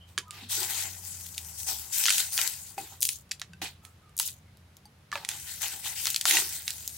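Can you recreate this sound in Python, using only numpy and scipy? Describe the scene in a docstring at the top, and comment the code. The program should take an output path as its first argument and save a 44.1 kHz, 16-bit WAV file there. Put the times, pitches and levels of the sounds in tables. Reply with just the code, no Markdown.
"""A stick clicks and dry leaves swish as someone drags branches over a forest floor, snaps them
and drops the pieces on a pile. Bent wood fractures in quick runs of cracks, struck sticks ring in
their bending modes, and countless small contacts merge into the rustle of foliage and dead leaves.
The trees scatter the sound of the wood and the ground reflects the rustle;
far off there is a low drone and birds call."""
import sys
import numpy as np
from scipy import signal
from scipy.fft import rfft, irfft, next_fast_len
from scipy.io import wavfile
from scipy.ndimage import uniform_filter1d

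SR = 44100
rng = np.random.default_rng(int(sys.argv[2]) if len(sys.argv) > 2 else 0)


def pcm_store(signal):
    """Save signal as 16-bit PCM."""
    levels = np.round(np.clip(np.atleast_2d(signal), -1, 1) * 32767)
    wavfile.write(sys.argv[1], SR, levels.astype(np.int16).T)


N = 307377
TIME = np.arange(N) / SR

# A branch gives way: t/s, level/dB, f/Hz, left minus right/dB, gap to the last warning fibre/s,
# growth per fibre/dB, tail length/s, tail hiss/dB, tail crackle/dB
BREAKS = [(2.056, -18.5, 3800, 5, 0.028, 18, 0.097, -44, -28),
          (3.029, -17, 8130, 2, 0.0067, 5.5, 0.11, -29.5, -45),
          (4.198, -19, 7680, 1, 0.009, 5.5, 0.079, -29, -37),
          (6.2543, -18.5, 4600, 2.5, .0425, 4.5, 0.095, -24, -28.5)]


def breaks(count=4, hurry=1.12, pitch_step=1.24):
    """Progressive fracture: a bent branch fails fibre by fibre, each crack sooner, louder and lower."""
    out = np.zeros((2, N))
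    for s, db, hz, pan_db, gap_s, growth_db, *_ in BREAKS:
        for to_go in range(count):  # counted back from the break
            fibre = crack(db - growth_db * to_go, hz * pitch_step ** to_go, pan_db)
            add(out, s - gap_s * to_go ** hurry, fibre)
    return out


def cracks():
    """Brittle fracture: side twigs and the last splinters snap one by one."""
    # t/s, level/dB, f/Hz, left minus right/dB
    snaps = [(0.185, -28, 4150, -4), (0.308, -35, 4670, -4), (1.3797, -27.5, 5720, 2),
             (2.0385, -22, 6400, 8), (2.0635, -19.5, 4000, -1), (2.0942, -21.5, 4400, 3),
             (2.1816, -19, 4960, 7), (2.203, -25, 5000, 9), (2.3778, -22, 4170, 2),
             (2.4145, -19.5, 5960, 10), (2.4758, -21.5, 7100, 10), (3.025, -26, 10540, 21),
             (3.0523, -20.5, 7500, -1), (3.0694, -27, 15200, 8), (3.09, -21, 6250, 3),
             (3.3163, -26, 5000, 2.5), (3.397, -42, 6000, -3), (3.8508, -43, 5440, -7),
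             (4.286, -37, 4380, -4), (4.7684, -49.5, 8400, 4), (5.1173, -36, 2770, -4.5),
             (5.249, -30.5, 4130, -4), (5.289, -21.5, 4970, -4), (5.315, -37, 4400, -2),
             (6.056, -23, 4400, 7), (6.0699, -21.5, 3290, -0.5), (6.1026, -23.5, 8000, 5),
             (6.145, -25.5, 5050, 4), (6.1618, -21, 5400, 2), (6.3837, -31, 4300, -1),
             (6.6793, -22.5, 4260, -3.5), (6.7056, -27, 6340, -6), (6.8771, -27.5, 8070, 4)]
    out = np.zeros((2, N))
    for s, db, hz, pan_db in snaps:
        add(out, s, crack(db, hz, pan_db))
    return out


def crack(db, hz, pan_db, release_s=0.00085, splinter_s=0.014, splinter_db=-20, burst_db=-1.5, wood_db=-7):
    """Sudden release of strain: a fibre lets go and rings the wood; ragged finer splinters follow."""
    t = TIME[:SR // 5]
    low_hz, high_hz = hz / 1.6, hz * 1.31
    ragged = unit(uniform_filter1d(rng.standard_normal(len(t)), size=24))
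    decay = np.exp(-t / release_s) + undb(splinter_db + 4.6 * ragged) * np.exp(-t / splinter_s)
    burst = spread(rng.choice([-1., 1.], (3, len(t))), apart_hz=16000) * decay
    # thick fibres crack low, thin ones only tick
    burst = band(burst, order=3, hz=0.67 * low_hz, kind="high")
    burst = band(burst, order=2, hz=1.4 * high_hz, kind="low")
    wood = ring(low_hz, 1.3 * low_hz, t60=0.016, tilt_db=3.5)
    sound = undb(burst_db) * strike(burst) + undb(wood_db) * wood
    return sound * undb(db) * place(pan_db)


def knocks():
    """Impulse excitation: sticks click and ring as they spring apart, collide or land on the pile."""
    # t/s, level/dB, first mode f/Hz, second mode f/Hz, first mode t60/s, tilt/(dB/octave), click/dB
    blows = [(0.178, -21.5, 1150, 1686, 0.035, 2, -26), (2.083, -16, 1390, 2030, 0.018, -2.5, -23),
             (2.1042, -26, 1460, 2220, .03, -15, -17.5), (2.389, -23.5, 686, 1350, 0.094, 8, -28),
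             (2.78, -25, 790, 2560, 0.068, -9, -51), (3.312, -23, 773, 2575, 0.04, 10, -46),
             (3.4163, -35, 710, 1740, 0.05, 2.5, -30.5), (3.534, -42, 1540, 2660, 0.048, -7.5, -50),
             (3.6178, -33.5, 762, 1510, 0.071, -24, -36.5), (4.1998, -32, 933, 1980, 0.048, -6.5, -28),
             (4.855, -44.5, 837, 4630, 0.078, -1, -60.5), (5.127, -22, 1174, 1735, 0.058, -12, -39),
             (5.1555, -29, 570, 926, 0.11, -0.5, -28.5), (5.175, -35, 586, 1170, .07, 2, -39),
             (6.255, -30.5, 710, 1340, 0.044, -4, -24), (6.3102, -18, 2000, 2800, 0.015, -29, -19),
             (6.3698, -12.5, 1920, 2760, 0.02, -8, -26)]
    out = np.zeros((2, N))
    for s, db, first_hz, second_hz, t60, tilt_db, click_db in blows:
        wood = undb(db) * ring(first_hz, second_hz, t60, tilt_db) / 2
        click = crack(click_db, 1.75 * second_hz, pan_db=-3)
        add(out, s, wood + click)
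    return out


def ring(first_hz, second_hz, t60, tilt_db, damping_power=0.17):
    """Damped free vibration: a struck stick rings in its bending modes, the higher ones dying sooner."""
    # Upper modes of a crooked stick: ratio to the second mode, level/dB
    upper_modes = [(1, 5), (1.351, -5.5), (1.829, -0.5), (2.17, -2.5), (2.8, -5)]
    t = TIME[:SR // 5]
    modes = [(first_hz, 0)] + [(second_hz * k, db) for k, db in upper_modes if second_hz * k < SR / 2]
    sound = 0
    for i, (hz, db) in enumerate(modes):
        gain = (-1) ** i * undb(db + tilt_db * np.log2(hz / first_hz))
        decay = np.exp(-np.log(1000) * t * (hz / first_hz) ** damping_power / t60)
        sound = sound + gain * np.sin(2 * np.pi * hz * t) * decay
    return strike(band(sound, order=3, hz=0.59 * first_hz, kind="high"))


def leaves(twig_db=-11):
    """Friction and impact: moving wood makes foliage swish, dead leaves crunch and the earth scuff."""
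    # The leafy branch is pulled, swung or carried: t/s, length/s, swish/dB, crunch/dB, scuff/dB
    drags = [(0.065, 0.02, -57, -61, -66), (0.31, 0.12, -53, -48, -60.5), (0.485, 0.15, -28.5, -37, -49),
             (0.6, 2.1, -42.5, -58.5, -64.5), (0.675, 0.15, -30, -37, -47.5),
             (1.03, 0.12, -40.5, -55.5, -69), (1.565, 0.038, -32.5, -49, -59),
             (1.66, 0.018, -24, -36, -42.5), (1.77, 0.043, -37, -51.5, -57),
             (1.908, 0.29, -27, -39.5, -54.5), (2.305, 0.064, -29.5, -47, -52),
             (2.36, 0.11, -29, -37.5, -48.5), (2.76, .17, -49, -56, -60), (3.82, 0.02, -56.5, -72, -65),
             (5.27, 2.29, -41.5, -55, -64.5), (5.45, 0.092, -41.5, -47, -64), (5.6, 0.04, -29, -34, -48.5),
             (5.69, 0.033, -38, -43, -52), (5.83, 0.05, -30.5, -40, -51), (5.945, 0.15, -31, -42, -59.5),
             (6.255, 0.14, -25.5, -31, -42.5), (6.43, .13, -37, -46.5, -60),
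             (6.66, 0.033, -45, -44.5, -56.5)]
    # Wood lands in dead leaves: t/s, length/s, swish/dB, crunch/dB, scuff/dB
    landings = [(0.615, .02, -48, -55, -44.5), (2.185, 0.019, -28, -30.5, -43.5),
                (2.775, 0.032, -36.5, -44.5, -55), (3.614, 0.034, -36.5, -34, -44.5),
                (5.125, 0.11, -48.5, -43.5, -45.5), (5.29, 0.06, -47, -42, -50.5)]
    # Where the foliage is: t/s, left minus right/dB
    sweep = [(.4, 0), (.6, 6.5), (1.95, 6), (2.2, 3), (2.8, 5.5), (3.1, -5), (5.3, 3), (5.45, 4.5),
             (6.0, 5.5), (6.3, 1.5), (6.97, 3.5)]
    # Spectra of foliage, dead leaves and earth: f/Hz, level/dB
    foliage = [(2500, -47), (4500, -7.5), (6200, -0.5), (8000, 1.5), (10000, -3.5), (16000, -3.5)]
    dead_leaves = [(900, -41), (1500, -2), (2100, 0), (2700, 1), (4000, 3), (5500, -4.5), (9000, -38)]
    earth = [(150, -36), (340, -3.5), (520, -10), (780, 4.5), (1150, -1), (2500, -15.5)]
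    drag_power = stir(drags, attack_s=0.031, sag_db_s=0.6, release_db_s=164)
    landing_power = stir(landings, attack_s=0.0067, sag_db_s=65, release_db_s=222)
    swishing, crunching, scuffing = np.sqrt(drag_power + landing_power)
    pan_db, = curves(sweep)
    brushing = rustle(foliage, rate=16000, scatter_db=0, flutter_db=0.76, apart_hz=1858)
    swish = swishing * (brushing + undb(twig_db) * twigs())
    crunch = crunching * rustle(dead_leaves, rate=9000, scatter_db=1, flutter_db=1.6, apart_hz=2650)
    scuff = scuffing * rustle(earth, rate=3000, scatter_db=2, flutter_db=0.84, apart_hz=3600)
    return swish * place(pan_db) + crunch * place(0.5 * pan_db) + scuff


def rustle(spectrum, rate, scatter_db, flutter_db, apart_hz):
    """Shot noise: countless random contacts of uneven size merge, swelling in small flurries."""
    hits = rng.random((3, N)) < rate / SR
    sizes = undb(scatter_db * np.minimum(rng.exponential(size=(3, N)), 6))
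    flurry = unit(uniform_filter1d(rng.standard_normal(N), size=300))
    contacts = spread(hits * sizes * rng.standard_normal((3, N)), apart_hz) * undb(flutter_db * flurry)
    return colour(crinkle(contacts, depth_db=2.5), spectrum)


def crinkle(x, depth_db):
    """Random modulation: leaves of different sizes take turns, so each band swells by itself."""
    spectra = signal.stft(x, nperseg=512)[2]
    swell = uniform_filter1d(rng.standard_normal(spectra.shape[1:]), size=16, axis=0)  # over frequency
    swell = uniform_filter1d(swell, size=9, axis=1)  # over time
    return signal.istft(spectra * undb(depth_db * unit(swell)))[1][:, :N]


def stir(events, attack_s, sag_db_s, release_db_s, hop=32):
    """Incoherent sources add in power: in each layer, events build up, sag and die away."""
    power = 0
    for s, length, *layers_db in events:
        age = np.maximum(TIME[::hop] - s, 0)
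        fall_db = sag_db_s * age + release_db_s * np.maximum(age - length, 0)
        envelope = np.minimum(age / attack_s, 1) * undb(-fall_db)
        power = power + np.outer(undb(layers_db), envelope) ** 2
    return np.repeat(power, hop, axis=1)[:, :N]


def twigs(rate=30, scatter_db=4, tick_s=0.00083):
    """A Poisson process: tiny twigs and leaf stalks tick independently of one another."""
    hits = (rng.random(N) < rate / SR) * undb(scatter_db * np.minimum(rng.exponential(size=N), 2))
    decay = signal.lfilter([1], [1, -np.exp(-1 / (tick_s * SR))], hits)
    return unit(band(decay * rng.standard_normal(N), order=2, hz=3030, kind="high"))


def break_tails(pan_db=2, crackle_edge_share=0.29):
    """Exponential decay: a short, bright hiss and a coarser crackle linger after each break."""
    # Spectra of the hiss and the crackle: f/Hz, level/dB
    hiss_spectrum = [(2500, -26), (4500, -10), (6500, 3.5), (9000, 2.5), (12000, -2.5), (16000, -1)]
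    crackle_spectrum = [(900, -40), (1500, -6), (2200, -13), (3000, 1), (4200, 1.5), (6000, -5),
                        (9000, -25)]
    hiss = rustle(hiss_spectrum, rate=12000, scatter_db=4, flutter_db=2.7, apart_hz=1910)
    crackle = rustle(crackle_spectrum, rate=3500, scatter_db=1, flutter_db=2, apart_hz=2700)
    out = 0
    for s, _, hz, *_, length, hiss_db, crackle_db in BREAKS:
        power = stir([(s, length, hiss_db, crackle_db)], attack_s=0.013, sag_db_s=57, release_db_s=244)
        fine, coarse = np.sqrt(power)
        out = out + fine * hiss + coarse * band(crackle, order=4, hz=crackle_edge_share * hz, kind="high")
    return out * place(pan_db)


def thuds():
    """Band-limited noise: wide bands make dull low bumps, a narrow one the hum of a thrumming stick."""
    # t/s, length/s, f/Hz, half bandwidth in natural log of frequency, level/dB
    bumps = [(0.175, 0.053, 347, 0.17, -49.5), (0.419, 0.087, 234, 0.26, -51.5),
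             (0.567, 0.14, 394, 0.15, -47.5), (2.771, 0.095, 330, 0.15, -45),
             (3.49, .22, 173, 0.038, -51.5), (3.616, 0.052, 312, 0.16, -46), (6.298, 0.23, 349, 0.18, -46)]
    out = np.zeros((2, N))
    for s, length, hz, width, db in bumps:
        age = np.linspace(0, 1, int(length * SR))
        edges_hz = hz * np.exp([-width, width])
        body = band(rng.standard_normal(SR // 2), order=2, hz=edges_hz, kind="band")[-len(age):]
        add(out, s, undb(db) * unit(body) * np.minimum(10 * age, 1) * (1 - age))
    return out


def handling(count=18, mean_db=-59, scatter_db=3, hz=6500):
    """Small-scale fracture: bits of bark tick faintly at random as the sticks are handled."""
    out = np.zeros((2, N))
    for when, size, pitch in rng.random((count, 3)):
        tick = crack(mean_db + scatter_db * (2 * size - 1), hz * 2 ** (pitch - .5), pan_db=-2)
        add(out, when * TIME[-1], tick)
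    return out


def ground(x, share=0.22, soft_hz=3000, lag_s=0.001716):
    """Interference: a dull, inverted reflection from the soft ground ripples the low spectrum."""
    dull = band(x, order=1, hz=soft_hz, kind="low")
    reflection = np.array([np.interp(TIME - lag_s, TIME, channel) for channel in dull])
    return x - share * reflection


def trees(x, t60=0.16, build_s=0.0025, echo_db=-14):
    """Scattering: trunks and foliage return a short, diffuse echo."""
    t = TIME[:SR // 2]
    envelope = np.exp(-np.log(1000) * t / t60) * (1 - np.exp(-t / build_s))
    echo = spread(rng.standard_normal((3, len(t))), apart_hz=2500) * envelope
    return undb(echo_db) * signal.fftconvolve(x, unit(echo) / np.sqrt(len(t)), axes=1)[:, :N]


def birds(sag_per_s=0.44, waver=0.038, direct_db=-6, echo_db=-4):
    """Frequency modulation: far whistles sag and waver in pitch, blurred by the forest's echo."""
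    # t/s, length/s, starting f/Hz, level before the forest/dB
    calls = [(0, 0.034, 3070, -46.5), (0.204, 0.064, 1020, -52.5), (0.247, 0.094, 1233, -45.5),
             (3.801, 0.11, 1310, -56), (3.993, 0.13, 1280, -59), (4.429, .09, 2110, -65)]
    out = np.zeros((2, N))
    for s, length, hz, db in calls:
        t = TIME[:int(length * SR)]
        wobble = unit(uniform_filter1d(rng.standard_normal(SR // 2), size=200))[:len(t)]
        phase = 2 * np.pi * np.cumsum(hz * (1 - sag_per_s * t + waver * wobble)) / SR
        add(out, s, undb(db) * np.hanning(len(t)) * np.sin(phase))
    return undb(direct_db) * out + trees(out, t60=0.25, build_s=0.0079, echo_db=echo_db)


def drone(octave_db=-15):
    """Periodic firing: a far engine is heard as a low tone and its second harmonic."""
    # The drone as heard drops away under the loud snap near 2.1 s and returns: t/s, f/Hz, level/dB
    contour = [(0, 84.6, -56.5), (.4, 97, -55), (1.1, 90, -52.5), (1.8, 72.7, -55.5), (2.1, 84.2, -83.5),
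               (2.6, 88.3, -65), (6.3, 83.74, -63), (6.8, 75, -57.5)]
    hz, db = curves(contour)
    phase = 2 * np.pi * np.cumsum(hz) / SR
    return undb(db) * unit(np.sin(phase) + undb(octave_db) * np.sin(2 * phase))


def forest(mid_db=-58, side_hz=500):
    """Partly coherent noise: a low rumble common to both ears and a faint, wide hiss."""
    # Ambient spectrum: f/Hz, level/dB
    spectrum = [(20, -26.5), (45, -12), (80, 2.5), (170, -3.5), (260, -15.5), (900, -21.5), (1500, -22.5),
                (4000, -27.5), (8000, -35), (11000, -34), (16000, -42)]
    mid, side = (colour(rng.standard_normal(N), spectrum) for _ in range(2))
    side = band(side, order=2, hz=side_hz, kind="high")
    return undb(mid_db) * (mid + 0.76 * np.array([side, -side]))


def undb(db):
    """Decibels to amplitude ratio."""
    return 10 ** (np.asarray(db) / 20)


def unit(x):
    """Normalisation to an rms of one."""
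    return x / np.sqrt(np.mean(x ** 2))


def strike(x):
    """Normalisation of a blow to unit deviation over its first four milliseconds."""
    return x / np.std(x[..., :SR // 250])


def curves(table):
    """Linear interpolation of a table's columns in time."""
    s, *columns = np.transpose(table)
    return [np.interp(TIME, s, c) for c in columns]


def colour(x, spectrum):
    """Spectral shaping by (f/Hz, level/dB) points, to an rms of one."""
    hz, db = np.transpose(spectrum)
    size = next_fast_len(N)
    f = np.fft.rfftfreq(size, 1 / SR)
    gain = undb(np.interp(np.log(f + 1), np.log(hz), db))
    return unit(irfft(rfft(x, size) * gain)[..., :N])


def band(x, order, hz, kind):
    """A maximally flat filter."""
    return signal.sosfilt(signal.butter(order, np.minimum(hz, .45 * SR), kind, fs=SR, output="sos"), x)


def place(pan_db):
    """Constant-power panning: left and right gains."""
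    gains = undb(np.array([pan_db, -pan_db]).reshape(2, -1) / 2)
    return gains / np.sqrt(np.mean(gains ** 2, axis=0))


def spread(noises, apart_hz):
    """Decorrelation: three noises make two channels that share the bass and part in the treble."""
    bass = band(noises[0], order=1, hz=apart_hz, kind="low")
    return bass + band(noises[1:], order=1, hz=apart_hz, kind="high")


def add(out, s, sound):
    """Superposition of a sound, starting at s seconds."""
    i = int(s * SR)
    out[:, i:i + sound.shape[-1]] += sound[..., :N - i]


def scene():
    """Superposition of wood, leaves, their reflections and the far background."""
    wood = breaks() + cracks() + knocks() + handling()
    return wood + trees(wood) + thuds() + ground(leaves() + break_tails()) + birds() + drone() + forest()


def record(dry, top_hz=15900):
    """Band limiting: a steep low-pass filter cuts the top of the treble."""
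    return signal.sosfilt(signal.ellip(10, .1, 70, top_hz, fs=SR, output="sos"), dry)


dry = scene()
out = record(dry)
pcm_store(out)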